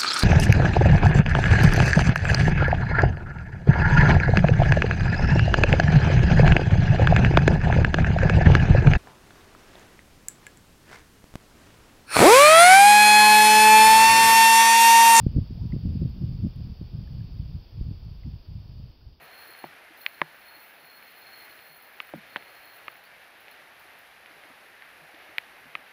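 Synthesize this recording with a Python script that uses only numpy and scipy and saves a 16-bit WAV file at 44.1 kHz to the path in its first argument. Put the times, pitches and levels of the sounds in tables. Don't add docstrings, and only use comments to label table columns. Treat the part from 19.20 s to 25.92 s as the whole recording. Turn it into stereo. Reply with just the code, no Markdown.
import sys
import numpy as np
from scipy import signal
from scipy.fft import rfft, irfft
from scipy.io import wavfile
from scipy.ndimage import uniform_filter1d

SR = 44100
rng = np.random.default_rng(int(sys.argv[2]) if len(sys.argv) > 2 else 0)


def gain_from_db(level_db):
    decades = np.asarray(level_db, float) / 20
    return 10 ** decades


def dump_mix(stems):
    frames = np.atleast_2d(stems).T
    limited = np.clip(frames, -1, 1)
    pcm = np.round(limited * 32767).astype(np.int16)
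    wavfile.write(sys.argv[1], SR, pcm)


N = 296352

# f/Hz, level/dB per Hz
LEFT_PORT = [(28, -108), (60, -95), (170, -93), (300, -89), (750, -78.5), (1050, -83.5), (1700, -77),
             (2800, -83), (3800, -91), (5000, -101), (7800, -127), (10700, -114), (13500, -107),
             (15300, -107)]
# f/Hz, level/dB per Hz
RIGHT_PORT = [(28, -112), (60, -101), (300, -99), (520, -93), (750, -94), (1150, -95), (1750, -99),
              (2200, -96), (5000, -96.5), (6500, -103), (7800, -109), (10700, -96), (12000, -98),
              (15300, -105)]
# f/Hz, share/1
SHARED_RAIN = [(60, 0.91), (300, 0.58), (600, 0.44), (1200, 0.11), (2500, 0.62), (6000, 0.028)]
# t/s, level/dB
SHOWER = [(0.0, -51), (0.3, -51), (0.88, -51), (1.29, -53), (2.28, -51.5), (2.58, -53), (3.61, -51),
          (3.93, -52), (4.3, -52), (5.28, -51.5), (5.67, -51.5), (6.72, -50.5)]
# t/s, upper peak level/dB, upper f/Hz, lower peak level/dB, lower f/Hz
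HEAVY_DROPS = [(0.4396, -28.5, 2010, -27.5, 740), (0.8625, -10.5, 2370, -39.5, 1180),
               (1.0152, -9.5, 1970, -16, 1030), (2.801, -20, 2620, -29.5, 1270),
               (2.936, -35.5, 2246, -31, 592), (3.1592, -17, 1760, -29, 920),
               (3.1652, -25.5, 3130, -35, 1900), (3.1693, -35, 1960, -38, 780),
               (3.68, -25, 2430, -27.5, 1260), (6.1817, -10.5, 2320, -36, 940),
               (6.5515, -18, 2420, -26.5, 1290)]
# t/s, upper peak level/dB, upper f/Hz
LIGHT_DROPS = [(0.3496, -33, 2130), (1.6446, -36, 2030), (1.8256, -34, 2210), (2.39, -33, 2200),
               (2.891, -33, 1840), (3.2234, -32, 2050), (3.755, -34.5, 2140), (4.2812, -31, 2360),
               (4.687, -38, 1970), (5.059, -30.5, 2310), (5.236, -31, 1980), (5.6212, -29.5, 2120),
               (5.945, -37, 3520)]
# t/s, peak level/dB, f/Hz
SOFT_DROPS = [(0.019, -64, 427), (0.289, -53.5, 343), (0.706, -51.5, 322), (1.365, -56.5, 320),
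              (1.619, -77, 323), (2.299, -56, 320), (2.939, -36, 288), (2.954, -39, 219),
              (2.975, -41.5, 202), (4.652, -57, 367), (5.103, -55, 305), (5.165, -55, 423),
              (5.25, -55.5, 318), (5.302, -52, 266), (5.94, -50.5, 323), (6.033, -70, 390),
              (6.091, -52, 332), (6.332, -58, 400), (6.456, -53, 247), (6.59, -56, 260)]
# t/s, peak level/dB
ROCKING_DROPS = [
    (0.019, -59),
    (0.439, -48.5),
    (1.017, -46.5),
    (1.628, -64),
    (2.497, -60),
    (2.937, -42.5),
    (5.151, -64),
    (5.815, -58),
    (6.465, -61),
    (6.548, -70),
]
# f/Hz, level/dB, t60/s
SHELL_MODES = [(260, -5, 0.035), (352, -0.5, 0.068), (440, 8, 0.015), (573, 12, 0.025)]
# t/s, peak level/dB
SINGLE_CLICKS = [(2.9474, -54), (2.962, -41), (2.9743, -48), (3.5833, -44), (3.6075, -46), (3.626, -44),
                 (3.6463, -41), (3.6592, -54), (3.6794, -42), (3.6877, -45), (3.7135, -41), (3.7406, -41),
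                 (3.7656, -41), (3.7779, -55), (3.8375, -38), (3.851, -45), (4.0144, -43), (4.2063, -39),
                 (4.2305, -57), (4.312, -36), (4.3354, -54), (4.5959, -39), (4.6029, -52), (4.7876, -39),
                 (4.8061, -58)]
# t/s, click rate/(1/s), click level/dB, spool ring level/dB
LINE_PULLS = [
    [(.001, 70.7, -42, 2), (.13, 97, -48.5, 9), (.18, 176, -44.5, 5), (.28, 120, -41, 0),
     (.34, 75, -40.5, 2), (.42, 90, -39, -1.5), (.51, 57, -52, .1)],
    [(.75, 73, -41, -5), (.8, 105, -39, -5), (.86, 107, -39, -1), (.92, 65, -42.5, .1), (1., 190, -53, 5),
     (1.1, 250, -56, -5)],
    [(1.1, 233, -54.5, 0), (1.28, 277, -48.5, 3), (1.44, 315, -48, -4), (1.52, 315, -51.5, -7),
     (1.7, 250, -48, 0.5), (2.05, 165, -44.5, -3.5)],
    [(2.05, 176, -49, -4), (2.2, 176, -44.5, 2), (2.4, 189, -45.5, -4), (2.57, 170, -45, 0),
     (2.66, 74, -43, -7), (2.9, 74, -43, -4)],
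    [(3.05, 140, -49, -10), (3.14, 200, -52.5, -2), (3.22, 192, -53, -3), (3.4, 80, -43, 0),
     (3.575, 120, -42.5, -7)],
]
# from f/Hz, to f/Hz, level/dB
SPRING_BANDS = [(10500, 11700, -4.5), (13600, 15000, 0.5), (14870, 15700, 5)]
# f/Hz, level/dB
FAINT_FLOOR = [(4500, -13.), (5000, -9.5), (6500, -9.5), (8000, -7), (9300, -6), (10200, -8), (13500, -28)]


def on_log(table, hz):
    table_hz, value = np.array(table)[:, 0], np.array(table)[:, 1]
    return np.interp(np.log(hz + 1), np.log(table_hz), value)


def in_time(table):
    s, *columns = np.transpose(table)
    return [np.interp(np.arange(N) / SR, s, c) for c in columns]


def unit(x):
    return x / np.sqrt(np.mean(x ** 2))


def walk(rate_hz):
    k = int(SR / rate_hz)
    held = np.repeat(rng.standard_normal(size=400), k)[:N]
    w = uniform_filter1d(uniform_filter1d(held, k), k)
    return w / w.std()


def ring(x, hz, t60_s):
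    pole = np.exp(2j * np.pi * min(hz, 0.45 * SR) / SR - np.log(1000) / (t60_s * SR))
    return signal.lfilter([1], [1, -pole], x).imag


def pulses(s, db):
    x = np.zeros(N)
    at = np.clip((np.asarray(s) * SR).astype(int), 0, N - 1)
    np.add.at(x, at, gain_from_db(np.asarray(db)))
    return x


def patter(rate_hz, spread_db, hiss):
    c = rng.random((N, 3))
    lands = c[:, 0] < rate_hz / SR
    sign = np.sign(c[:, 1] - 0.5)
    size = gain_from_db(spread_db * np.minimum(-np.log(1 - c[:, 2]), 6))
    return unit(unit(lands * sign * size) + hiss * rng.standard_normal(N))


def rain():
    left_lag_s, gust_db = 0.000472, 0.5
    hz = np.fft.rfftfreq(N, 1 / SR)
    share = np.clip(on_log(SHARED_RAIN, hz), 0, 1)
    both = rfft(patter(rate_hz=2500, spread_db=0.5, hiss=1.5))
    shower_db = in_time(SHOWER)[0]
    shower_db = shower_db - shower_db.mean() + gust_db * walk(7.2)
    out = np.zeros((2, N))
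    for ch, (port, lag_s) in enumerate(((LEFT_PORT, left_lag_s), (RIGHT_PORT, 0))):
        own = rfft(patter(rate_hz=2500, spread_db=2.0, hiss=1.06))
        delayed = both * np.exp(-2j * np.pi * hz * lag_s)
        mix = np.sqrt(share) * delayed + np.sqrt(1 - share) * own
        mix = mix * gain_from_db(on_log(port, hz)) * np.sqrt(SR / 2)
        for octave in np.arange(5, 15):
            band = np.clip(1 - abs(np.log2(np.clip(hz, 32, 16384)) - octave), 0, 1)
            flicker_db = np.interp(octave, (7.5, 10.5), (2.2, 0.6))
            out[ch] += irfft(mix * band, N) * gain_from_db(shower_db + flicker_db * walk(12))
    return out


def drip():
    start_s, length_s, level_db = 3.845, 0.049, -61
    base_hz, rise_hz = 4430, 250
    u = np.clip((np.arange(N) / SR - start_s) / length_s, 0, 1)
    hz = base_hz + rise_hz * np.sin(u * np.pi / 2)
    swell = np.sin(np.pi * np.sqrt(u))
    return gain_from_db(level_db) * swell * np.sin(2 * np.pi * np.cumsum(hz) / SR)


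def cluster(modes, floor_hz, top_hz):
    push = np.arange(2600) == 48
    x = sum(gain * ring(push, hz, t60_s) for hz, gain, t60_s in modes)
    x = signal.sosfilt(signal.butter(4, floor_hz, "high", fs=SR, output="sos"), x)
    x = signal.sosfilt(signal.butter(5, top_hz, fs=SR, output="sos"), x)
    return x / abs(x).max()


def upper_ring(hz, flat, c):
    modes = [(hz, 1, 0.0068 + 0.0047 * flat),
             (hz * (0.854 + 0.025 * c[0]), 0.5, 0.012 + 0.0079 * flat),
             (hz * (1.05 + 0.065 * c[1]), 0.7, 0.007),
             (hz * 1.237, 1.1 - 1.7 * flat, 0.004),
             (hz * 1.55, 0.37 * (1 - flat) ** 2, 0.003)]
    return cluster(modes, 0.61 * hz, 4700 - 1200 * flat)


def lower_ring(hz, c):
    modes = [(hz, 1, 0.015), (hz * (1.05 + 0.3 * c[2]), 0.8, 0.011), (hz * 0.94, 0.5, 0.012)]
    return cluster(modes, 0.76 * hz, 2320)


def housing():
    light_low_db, light_low_ratio = -22.5, 0.414
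    boom_hz = 155.3
    near, body = np.zeros(N + 2600), np.zeros(N + 2600)
    t = np.arange(2600) / SR
    light = [(s, db, hz, db + light_low_db, hz * light_low_ratio) for s, db, hz in LIGHT_DROPS]
    hits = HEAVY_DROPS + light
    chance = rng.random((len(hits), 4))
    shell = cluster([(hz, gain_from_db(db), t60_s) for hz, db, t60_s in SHELL_MODES], 121, 970)
    for (s, db, high_hz, low_db, low_hz), c in zip(hits, chance):
        shell_db = low_db - 16 - 13.5 * np.log2(high_hz / 2200) - 15 * np.log2(low_hz / 1000)
        db = db - 4.5 * (db < -28)
        flat = np.clip((low_db - db + 30.5) / 42, 0, 1)
        high = upper_ring(high_hz, flat, c)
        low = lower_ring(low_hz, c)
        crack = np.diff(rng.standard_normal(len(t) + 2), 2) * np.exp(-t / 0.00034)
        splash = gain_from_db(-24.5 - 28 * flat) * crack
        i = int(s * SR)
        near[i:i + len(t)] += gain_from_db(db + 8) * (high + np.roll(splash, shift=53))
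        near[i:i + len(t)] += gain_from_db(low_db + 9.5) * np.roll(low, shift=22)
        body[i:i + len(t)] += gain_from_db(shell_db + 15) * shell
    for s, db, hz in SOFT_DROPS:
        i = int(s * SR)
        swell = np.exp(-t / 0.008) * (1 - np.exp(-t / 0.0027))
        body[i:i + len(t)] += gain_from_db(db + 12.5) * np.sin(2 * np.pi * hz * t) * swell
    s, db = np.transpose(ROCKING_DROPS)
    boom = ring(ring(pulses(s, db), boom_hz, 0.047), boom_hz, 0.14)
    near, body = near[:N], body[:N] + gain_from_db(-34) * boom
    far = np.roll(ring(near, 940, 0.0039), 12) * gain_from_db(-46.5) + gain_from_db(-19.5) * np.roll(body, 12)
    return np.array([near + body, far])


def spring(x):
    out = 0
    for low_hz, high_hz, db in SPRING_BANDS:
        band = signal.butter(3, (low_hz, high_hz), "band", fs=SR, output="sos")
        out = out + gain_from_db(db) * signal.sosfilt(band, x)
    return out


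def drag_clicks():
    s, db = np.transpose(SINGLE_CLICKS)
    ticks, free_db = pulses(s, db), np.zeros(N)
    for pull in LINE_PULLS:
        rate_hz, click_db, spool_db = in_time(pull)
        span = slice(int(pull[0][0] * SR), int(pull[-1][0] * SR))
        free_db[span] = spool_db[span]
        teeth = np.floor(np.cumsum(rate_hz[span]) / SR)
        at = np.flatnonzero(np.diff(teeth)) + span.start
        c = rng.standard_normal((400, 2))[:len(at)]
        ticks += pulses(at / SR + 0.12 * c[:, 0] / rate_hz[at], click_db[at] + 3.86 * c[:, 1])
    return ticks, free_db


def spool_spin(ticks):
    spin_up_s, full_hz = 0.02, 138
    lag = np.exp(-1 / (spin_up_s * SR))
    speed = signal.lfilter([1 - lag], [1, -lag], ticks > 0, zi=[full_hz / SR])[0]
    return np.clip(speed * SR / full_hz, 0, 1) ** 0.7


def reel():
    ticks, free_db = drag_clicks()
    spin = spool_spin(ticks)
    t = np.arange(3000) / SR
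    scrape = np.exp(-t / 0.00038) * (1 - np.exp(-t / 0.00031))
    chatter = signal.fftconvolve(ticks, scrape)[:N] * 2 * rng.standard_normal(N)
    leaves = np.exp(-t / 0.011) * (1 - np.exp(-t / 0.003))
    scatter = spin ** 0.55 * np.sqrt(abs(signal.fftconvolve(ticks ** 2, leaves)[:N]))
    direct = spring(0.4 * ticks + 0.28 * chatter) * gain_from_db(np.array([[-18], [0]]))
    smear = spring(scatter * rng.standard_normal((2, N))) * gain_from_db(np.array([[-35.5], [-24]]))
    out = gain_from_db(20) * (direct + smear)
    # f/Hz, t60/s, level/dB, left port level/dB, loose-seating wobble/dB
    for hz, t60_s, ring_db, left_db, wobble_db in ((4226, 0.07, -51.5, 3.5, 2.5),
                                                   (10155, 0.035, -58, -45, 3)):
        knock = ring(chatter * spin * gain_from_db(free_db), hz, 0.014)
        main, twin = ring(knock, hz, t60_s), ring(knock, hz * 1.014, t60_s)
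        tone = np.array([np.roll(main + 0.88 * twin, shift=27), main - 0.84 * twin])
        out = out + gain_from_db(ring_db + np.array([[left_db], [0]]) + wobble_db * walk(9)) * tone
    return out


def scene():
    return rain() + drip() + housing() + reel()


def drop_faint(x):
    low_hz, high_hz = 4570, 13500
    hz, _, z = signal.stft(x, SR, nperseg=1536, scaling="psd")
    power = 2 * abs(z) ** 2 + 1e-18
    top_db = 10 * np.log10(power[1, hz > 13000].mean(axis=0))
    rain_db = np.array([on_log(LEFT_PORT, hz) + 6.5, on_log(RIGHT_PORT, hz) + 3.5])
    floor_db = (rain_db + on_log(FAINT_FLOOR, hz))[:, :, None]
    limit = gain_from_db(floor_db + 0.081 * (top_db - top_db.min())) ** 2
    faint = uniform_filter1d(power, size=7, axis=1) < limit
    faint &= ((hz > low_hz) & (hz < high_hz))[:, None]
    return signal.istft(z * ~faint, SR, nperseg=1536, scaling="psd")[1][:, :N]


def low_pass(x):
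    return signal.sosfilt(signal.butter(12, 16830, fs=SR, output="sos"), x)


def record(dry):
    top_cut = signal.ellip(10, 0.2, 42, 15560, fs=SR, output="sos")
    mix = signal.sosfilt(top_cut, drop_faint(dry))
    return low_pass(mix)


dry = scene()
out = record(dry)
dump_mix(out)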